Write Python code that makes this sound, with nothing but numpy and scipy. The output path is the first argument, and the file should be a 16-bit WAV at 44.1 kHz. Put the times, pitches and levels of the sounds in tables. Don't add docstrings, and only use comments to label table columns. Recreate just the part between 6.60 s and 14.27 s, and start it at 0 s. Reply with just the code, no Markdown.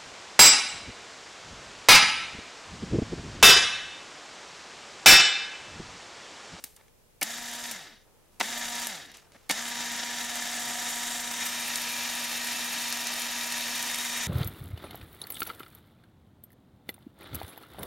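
import sys
import numpy as np
from scipy import signal
from scipy.fft import rfft, irfft
from scipy.io import wavfile

SR = 44100
rng = np.random.default_rng(int(sys.argv[2]) if len(sys.argv) > 2 else 0)


def file_out(sig):
    cols = np.atleast_2d(sig).T
    lim = np.clip(cols, -1, 1)
    pcm = np.round(lim * 32767).astype(np.int16)
    wavfile.write(sys.argv[1], SR, pcm)


N = 338247
TIME = np.arange(N) / SR
FFT_SIZE = 16384
FREQS = np.maximum(np.arange(FFT_SIZE // 2 + 1) * SR / FFT_SIZE, 1)

# f/Hz, relative level/dB
ROOM_TONE = [(15, -27), (25, 5.5), (39, -12.5), (66, -4.5), (309, -15), (462, -10), (691, -18.5),
             (856, -17.5), (1280, -24.5), (2430, -25), (4620, -28), (10300, -27), (15000, -30)]
# f/Hz, side gain/dB
PORT_DIFFERENCE = [(200, -22.5), (1000, -63), (2500, -49), (4500, -13.5), (8000, -7), (14000, -4.5)]
# t/s, tip (0 = display side, 0.5 = half turned, 1 = spool side)
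REEL_TIP = [(0, 0.016), (4.68, 0.07), (4.8, 0.61), (5.0, 0.87), (5.25, 0.93), (7.05, 0.96), (7.25, 0.85),
            (7.67, 0.64)]
# t/s, level/dB, low-pass f/Hz, decay/s
GLOVE_RUBS = [(0, -58.5, 10000, 0.071), (.049, -52.5, 11100, 0.04), (.17, -60.5, 2500, 0.066),
              (1.45, -67.5, 990, 0.81), (1.719, -69.5, 12000, 0.35), (2.54, -48.5, 6000, .05),
              (2.62, -64.5, 1380, .4), (2.73, -62, 6000, 0.2)]
# t/s, level/dB, low-pass f/Hz, chatter length/s
PART_CLICKS = [(0.0398, -35.5, 12700, 0.0039), (.1635, -53, 10900, 0.0044), (.2108, -53.5, 1700, 0.0022),
               (0.2818, -55, 3000, 0.0011), (1.1125, -35.5, 10600, 0.0038), (2.27, -30, 10600, 0.0013),
               (2.516, -52, 8000, .002), (2.5475, -51, 4970, 0.0029), (2.57, -50.5, 10000, 0.003),
               (2.72, -52, 4500, 0.0014), (2.747, -47, 1178, 0.019)]
# jolt level/dB, delay to the catch/s, catch level/dB, catch low-pass f/Hz
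START_JOLTS = [(-26.5, .0158, -25.5, 10000), (-23.5, .0122, -19, 2050), (-21.5, .016, -21.5, 6300)]
# f/Hz, width/Hz, gain/dB
FRAME_MODES = [(281, 89, 9), (550, 110, 4), (736, 200, 5), (1736, 110, 6), (2160, 460, 5), (2780, 170, 1.5),
               (3650, 200, 2)]
# t/s, f/Hz, level/dB
HISS_RING_PATH = [(3.68, 8100, -75), (3.8, 8150, -50), (4.7, 8350, -50), (5.05, 8650, -50),
                  (5.3, 8900, -68), (7.05, 8000, -68), (7.25, 8450, -52), (7.67, 9000, -48.5)]
# t/s, relative level/dB
TOOTH_SNAPS = [(4.8641, -11), (5.1573, -5), (6.325, -5.5), (6.4699, -6.5), (6.6186, -13), (6.9224, -8.5),
               (7.2262, -6), (7.345, -7)]
# on t/s, off t/s, rattle level/dB, sizzle level/dB, hum gain/dB
MOTOR_RUNS = [(0.6123, 1.11, -40, -49.5, -3), (1.7988, 2.27, -37, -46.5, -0.1), (2.893, 8, -36.5, -41.5, 0)]
# multiple of the shaft rate, display side level/dB, spool side level/dB
MOTOR_TONES = [(1, -50, -50), (2, -65, -64.5), (3, -50.5, -55), (4, -50, -50.5), (5, -59, -56.5),
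               (7, -59, -54), (10, -56, -48.5), (11, -85, -48.5), (12, -68, -54.5), (13, -56, -50),
               (14, -59, -58), (15, -62, -59)]
# t/s, gain/dB
THIRD_TONE_SWELL = [(.6, -1.5), (2.3, -2.5), (3, -5), (3.5, -10), (3.75, 1.5), (4.6, 1), (4.85, -3),
                    (7.67, -4.5)]
# f/Hz, width/Hz, gain/dB
HUM_MODES = [(740, 57, 5), (960, 36, 9)]
# f/Hz, display side gain/dB, half turned gain/dB, spool side gain/dB
GEAR_SPECTRUM = [(89, -13.5, -15, -17), (206, -9, -7.5, -13), (417, -12.5, -11, -15.5), (633, -4, -6.5, -5),
                 (1200, -6.5, -2.5, -6.5), (1430, -1, -2.5, -5), (2500.0, -2, 0, -0.5),
                 (4500.0, -1, -6, -6.5), (6630, -0.8, -2, -2.5), (7530, -6.5, -7.5, -12),
                 (9000, -13.5, -12.5, -7), (12550, -15.5, -13.5, -12.5), (14800, -26, -21, -18)]
# f/Hz, width/Hz, display side gain/dB, half turned gain/dB, spool side gain/dB
CASING_MODES = [(284, 125, 5.5, -1.5, 7), (624, 30, 4.5, 3.5, 4.5), (728, 120, 6, 1.7, 2),
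                (853, 127.0, 4, -2, 3.0), (1290, 149.0, 3, 0.5, 2.7), (1718, 124, 7.3, 1.5, 3.3),
                (1878, 174.0, 5.5, 7, 7.6), (2065, 106, 5, 7, -1.8), (2380, 66, -1, -0.5, 2.5),
                (3310, 300, 3.5, 2.7, 2), (3700, 200, 6, 8.5, 8.5), (3800, 70, 3, 10, 4),
                (4200, 192.0, -2, -2.5, 9), (4597.0, 390, 1.7, 0.5, 5.5), (4932.0, 80.0, 1, -2.8, 6),
                (5330, 330, 1, 2.5, 4.5), (5720, 440, 0.9, 3, 3), (5980, 56.0, 0.5, 11, 0),
                (6700, 130, 2.5, 7, 5), (6900, 160, 4.5, 3.5, 7), (7530, 290, 4.5, 4.5, 8.5),
                (8380, 270, 5, -4, 1), (8390, 660, -3, 8, 3.5), (8800, 98.0, 3.2, 1.9, -2.0),
                (9689.0, 524.0, 2, 0, 4.5), (10900, 340, 1.5, 2, 4), (11330, 610, -2.5, -0.5, 2.5),
                (12660, 500, -0.5, -1, 6), (12986, 664, -1, 1, 2.5), (13900, 1100, 1, 2, 4.5)]
# t/s, gain/dB
SIZZLE_TREND = [(2.7, 2), (2.9, -4), (3.4, -4), (4.25, 0), (4.7, -1), (5.0, 0.9), (6.6, -0.8), (7.67, 1.5)]
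# t/s, length/s, rattle gain/dB, sizzle gain/dB
GEAR_RASPS = [(1.995, 0.016, -3, 4), (4.344, .12, -0.5, 2), (4.607, 0.018, -3, 5.5), (4.821, .05, 4, 1),
              (4.865, 0.015, 3, 7), (6.32, .025, 0, -3), (7.61, 0.17, 2.5, -0.5)]

SHAFT_HZ, CREEP_HZ_PER_S, CREEP_MIDDLE_S = 239.2, .35, 4
TEETH_PER_TURN, WHEEL_RATIO, SPOOL_RATIO = 2.48, 12, 36


def from_db(db):
    return 10 ** (np.asarray(db) / 20)


def unit_rms(x):
    return x / np.sqrt(np.mean(x ** 2) + 1e-20)


def noise(size=N):
    return rng.standard_normal((2, size))


def drift(rate):
    knots = rng.standard_normal(1 + N // 8)
    return unit_rms(np.interp(TIME * 2 * rate, np.arange(len(knots)), knots))


def in_time(rows):
    s, *columns = np.transpose(rows)
    return [np.interp(TIME, s, c) for c in columns]


def response(points, peaks=()):
    hz, db = np.transpose(points)
    humps = sum(gain / (1 + (2 * (FREQS - f) / width) ** 2) for f, width, gain in peaks)
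    return np.interp(np.log(FREQS), np.log(hz), db) + humps


def colour(x, db):
    cepstrum = irfft(np.log(from_db(db)))
    cepstrum[1:FFT_SIZE // 2] *= 2
    cepstrum[FFT_SIZE // 2 + 1:] = 0
    impulse = irfft(np.exp(rfft(cepstrum)))[None, :FFT_SIZE // 2]
    return signal.oaconvolve(x, impulse, axes=1)[:, :N]


def cut(x, hz, kind, order=2):
    return signal.sosfilt(signal.butter(order, min(hz, .45 * SR), kind, fs=SR, output="sos"), x)


def band_gain(db, low_hz, high_hz):
    return np.sqrt(np.mean(from_db(db) ** 2 * (FREQS > low_hz) * (FREQS < high_hz)))


def room_tone(level_db=-61.0):
    mid, side = colour(noise(), response(ROOM_TONE))
    return from_db(level_db) * unit_rms(mid + 0.91 * side * np.array([[1], [-1]]))


def echoes(x, t60):
    t = TIME[:SR // 2]
    tail = rng.standard_normal(len(t)) * from_db(-60 * t / t60)
    return signal.fftconvolve(x, tail / np.linalg.norm(tail))[:N]


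def glove_rubs(grain_db=1.5):
    out, t = np.zeros((2, N)), TIME[:SR // 2]
    for s, db, bright_hz, decay_s in GLOVE_RUBS:
        swish = unit_rms(cut(noise(len(t)), bright_hz, "low")) * np.exp(-t / decay_s)
        out[:, round(s * SR):][:, :len(t)] += from_db(db) * swish
    return cut(out * from_db(grain_db * drift(120)), 340, "high")


def start_knocks(switch_db=-37, switch_hz=12000, switch_s=.0038, jolt_hz=2970, catch_s=.0052):
    rows = []
    for (on_s, *_), (jolt_db, slack_s, catch_db, catch_hz) in zip(MOTOR_RUNS, START_JOLTS):
        rows += [(on_s, switch_db, switch_hz, switch_s),
                 (on_s + switch_s, jolt_db, jolt_hz, slack_s - switch_s),
                 (on_s + slack_s, catch_db, catch_hz, catch_s)]
    return rows


def knocks(crack_s=0.0012, ring_s=0.0018, tail_s=0.1, tail_db=-22):
    out, t = np.zeros((2, N)), TIME[:SR // 4]
    crack = 0.87 * np.exp(-t / crack_s)
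    tail = from_db(tail_db) * np.exp(-t / tail_s)
    for s, db, bright_hz, chatter_s in list(PART_CLICKS) + start_knocks():
        chatter = np.exp(-np.maximum(t - chatter_s, 0) / ring_s)
        burst = unit_rms(cut(noise(len(t)), bright_hz, "low"))
        out[:, round(s * SR):][:, :len(t)] += from_db(db) * (crack + chatter + tail) * burst
    slope = [(40, -55), (100, -25), (160, -9.5), (250, -12), (1100, -9.5),
             (3000, -4), (8500, 2), (15000, 5)]
    return colour(out, response(slope, FRAME_MODES))


def hiss_ring(width_hz=420):
    hz, db = in_time(HISS_RING_PATH)
    a, b = cut(noise(), width_hz / 2, "low")
    phase = 2 * np.pi * np.cumsum(hz) / SR
    band = unit_rms(a * np.cos(phase) + b * np.sin(phase))
    return (TIME > HISS_RING_PATH[0][0]) * from_db(db) * band


def tooth_snaps(speed, ring_s=0.0028, gain_db=-12, faint_per_s=2.0, faint_db=-19, spread_db=3):
    envelope, t = np.zeros((2, N)), TIME[:SR // 50]
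    sizes_db = faint_db + spread_db * rng.standard_normal(N)
    caught = rng.random(N) < faint_per_s * speed ** 2 / SR
    for s, db in list(TOOTH_SNAPS) + list(zip(TIME[caught], sizes_db[caught])):
        tick = envelope[:, round(s * SR):][:, :len(t)]
        tick += from_db(db + gain_db) * np.exp(-t[:tick.shape[1]] / ring_s)
    return cut(cut(envelope * noise(), 4000, "high"), 9800, "low")


def coasting(off_s, coast_s=.39, curve=1.35):
    return np.clip(1 - (TIME - off_s) / coast_s, 0, 1) ** curve


def shaft_speed(kick_s=.005, settle_s=.034, settle_share=.38):
    speed = 0
    for on_s, off_s, *_ in MOTOR_RUNS:
        t = np.maximum(TIME - on_s, 0)
        rise = 1 - (1 - settle_share) * np.exp(-t / kick_s) - settle_share * np.exp(-t / settle_s)
        speed = speed + rise * coasting(off_s)
    return np.maximum(speed, 0)


def hum_gain():
    db = 0
    for on_s, *_, hum_db in MOTOR_RUNS:
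        db = np.where(TIME >= on_s, hum_db, db)
    return from_db(db)


def motor_hum(turns, speed, tip, casing_db, flutter_db=1.25, spool_db=.8, casing_share=.35):
    slope = [(100, -18), (160, -1), (240, 7), (4000, 16)]   # f/Hz, gain/dB
    radiated_db = casing_share * casing_db + response(slope, HUM_MODES)
    spool_sway_db = spool_db * np.sin(2 * np.pi * turns / SPOOL_RATIO)
    out = 0
    for k, display_db, spool_side_db in MOTOR_TONES:
        facing_db = display_db + tip * (spool_side_db - display_db)
        full_speed_db = np.interp(k * SHAFT_HZ, FREQS, radiated_db)
        resonance_db = np.interp(k * SHAFT_HZ * speed, FREQS, radiated_db) - full_speed_db
        waver_db = flutter_db * min(k / 3, 1.5) * drift(12) + spool_sway_db
        swell_db = in_time(THIRD_TONE_SWELL)[0] if k == 3 else 0
        slowing = speed ** (.1 + .45 * max(k - 3, 0))
        tone = np.sqrt(2) * np.sin(2 * np.pi * (k * turns + rng.random()))
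        out = out + slowing * from_db(facing_db + resonance_db + waver_db + swell_db) * tone
    return hum_gain() * out


def casing_sides():
    slope, modes = np.array(GEAR_SPECTRUM), np.array(CASING_MODES)
    return [response(slope[:, [0, 1 + k]], modes[:, [0, 1, 2 + k]]) for k in range(3)]


def through_casing(rattle, sizzle, tip, sides, rattle_db=-0.81, sizzle_db=0.2):
    out = 0
    for k, side_db in enumerate(sides):
        facing = np.maximum(1 - np.abs(2 * tip - k), 0)
        low = rattle / band_gain(side_db, 1200, 5000)
        high = sizzle / band_gain(side_db, 8000, 15000)
        out = out + facing * colour(from_db(rattle_db) * low + from_db(sizzle_db) * high, side_db)
    return out


def tooth_strikes(turns, spread_db=7.5, ring_s=0.00057):
    teeth = turns * TEETH_PER_TURN + .16 * drift(90)
    landed = np.diff(np.floor(teeth), prepend=0) > 0
    hits = unit_rms(landed * from_db(spread_db * np.clip(rng.standard_normal(N), -2.5, 2.5)))
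    envelope = signal.lfilter([1], [1, -np.exp(-1 / (ring_s * SR))], hits)
    return unit_rms(envelope * noise())


def gear_gains(delay_s=0.013, engage_s=0.014, rattle_power=1.4, sizzle_power=2.53):
    rattle = sizzle = 0
    for on_s, off_s, rattle_db, sizzle_db, _ in MOTOR_RUNS:
        engaged = np.clip((TIME - on_s - delay_s) / engage_s, 0, 1)
        speed_left = coasting(off_s)
        rattle = rattle + engaged * from_db(rattle_db) * speed_left ** rattle_power
        sizzle = sizzle + engaged * from_db(sizzle_db) * speed_left ** sizzle_power
    for s, length_s, rattle_db, sizzle_db in GEAR_RASPS:
        swell = np.exp(-(2 * (TIME - s) / length_s) ** 2)
        rattle, sizzle = rattle * from_db(rattle_db * swell), sizzle * from_db(sizzle_db * swell)
    return rattle, sizzle * from_db(in_time(SIZZLE_TREND)[0])


def gears(turns, speed, tip, tooth_share=0.28, brush_share=0.75, wheel_db=0.3, uneven_db=1.5):
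    strikes = tooth_strikes(turns)
    brushes = unit_rms(np.exp(1.3 * np.cos(2 * np.pi * turns)) * noise())
    sliding = noise() * from_db(uneven_db * drift(70))
    body = unit_rms(sliding + tip * brush_share * cut(brushes, 5500, "low") + tooth_share * strikes)
    wobble_db = wheel_db * np.sin(2 * np.pi * turns / WHEEL_RATIO)
    load = from_db(wobble_db + 1.4 * drift(45))
    top = unit_rms((noise() + 0.76 * strikes) * load)
    hard = np.clip(speed, 0, 1)
    body = hard * cut(body, 8500, "low", order=6) + (1 - hard) * cut(body, 6100, "low", order=6)
    rattle_gain, sizzle_gain = gear_gains()
    return rattle_gain * body, sizzle_gain * cut(top, 7900, "high", order=6)


def scene(room_db=-16, balance_db=.2):
    speed = shaft_speed() * (1 + .0005 * drift(8))
    full_speed_hz = SHAFT_HZ + CREEP_HZ_PER_S * np.clip(TIME - CREEP_MIDDLE_S, -2, 2)
    turns = np.cumsum(speed * full_speed_hz) / SR
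    tip, sides = in_time(REEL_TIP)[0], casing_sides()
    rattle, sizzle = gears(turns, speed, tip)
    reel = through_casing(rattle, sizzle, tip, sides) + knocks() + tooth_snaps(speed) + glove_rubs()
    mid = reel[0] + motor_hum(turns, speed, tip, sides[0])
    near_echoes = echoes(cut(mid, 4500, "high"), t60=0.088)
    mid = mid + .25 * near_echoes + hiss_ring()
    side = colour(reel[1:], response(PORT_DIFFERENCE))
    direct = mid + side * np.array([[1], [-1]])
    room = np.array([echoes(mid, t60=0.075) for _ in range(2)])
    return (direct + from_db(room_db) * room) * from_db([[balance_db], [-balance_db]]) + room_tone()


def record(dry, cutoff_hz=15780):
    return signal.sosfilt(signal.ellip(12, .1, 90, cutoff_hz, fs=SR, output="sos"), dry)


dry = scene()
out = record(dry)
file_out(out)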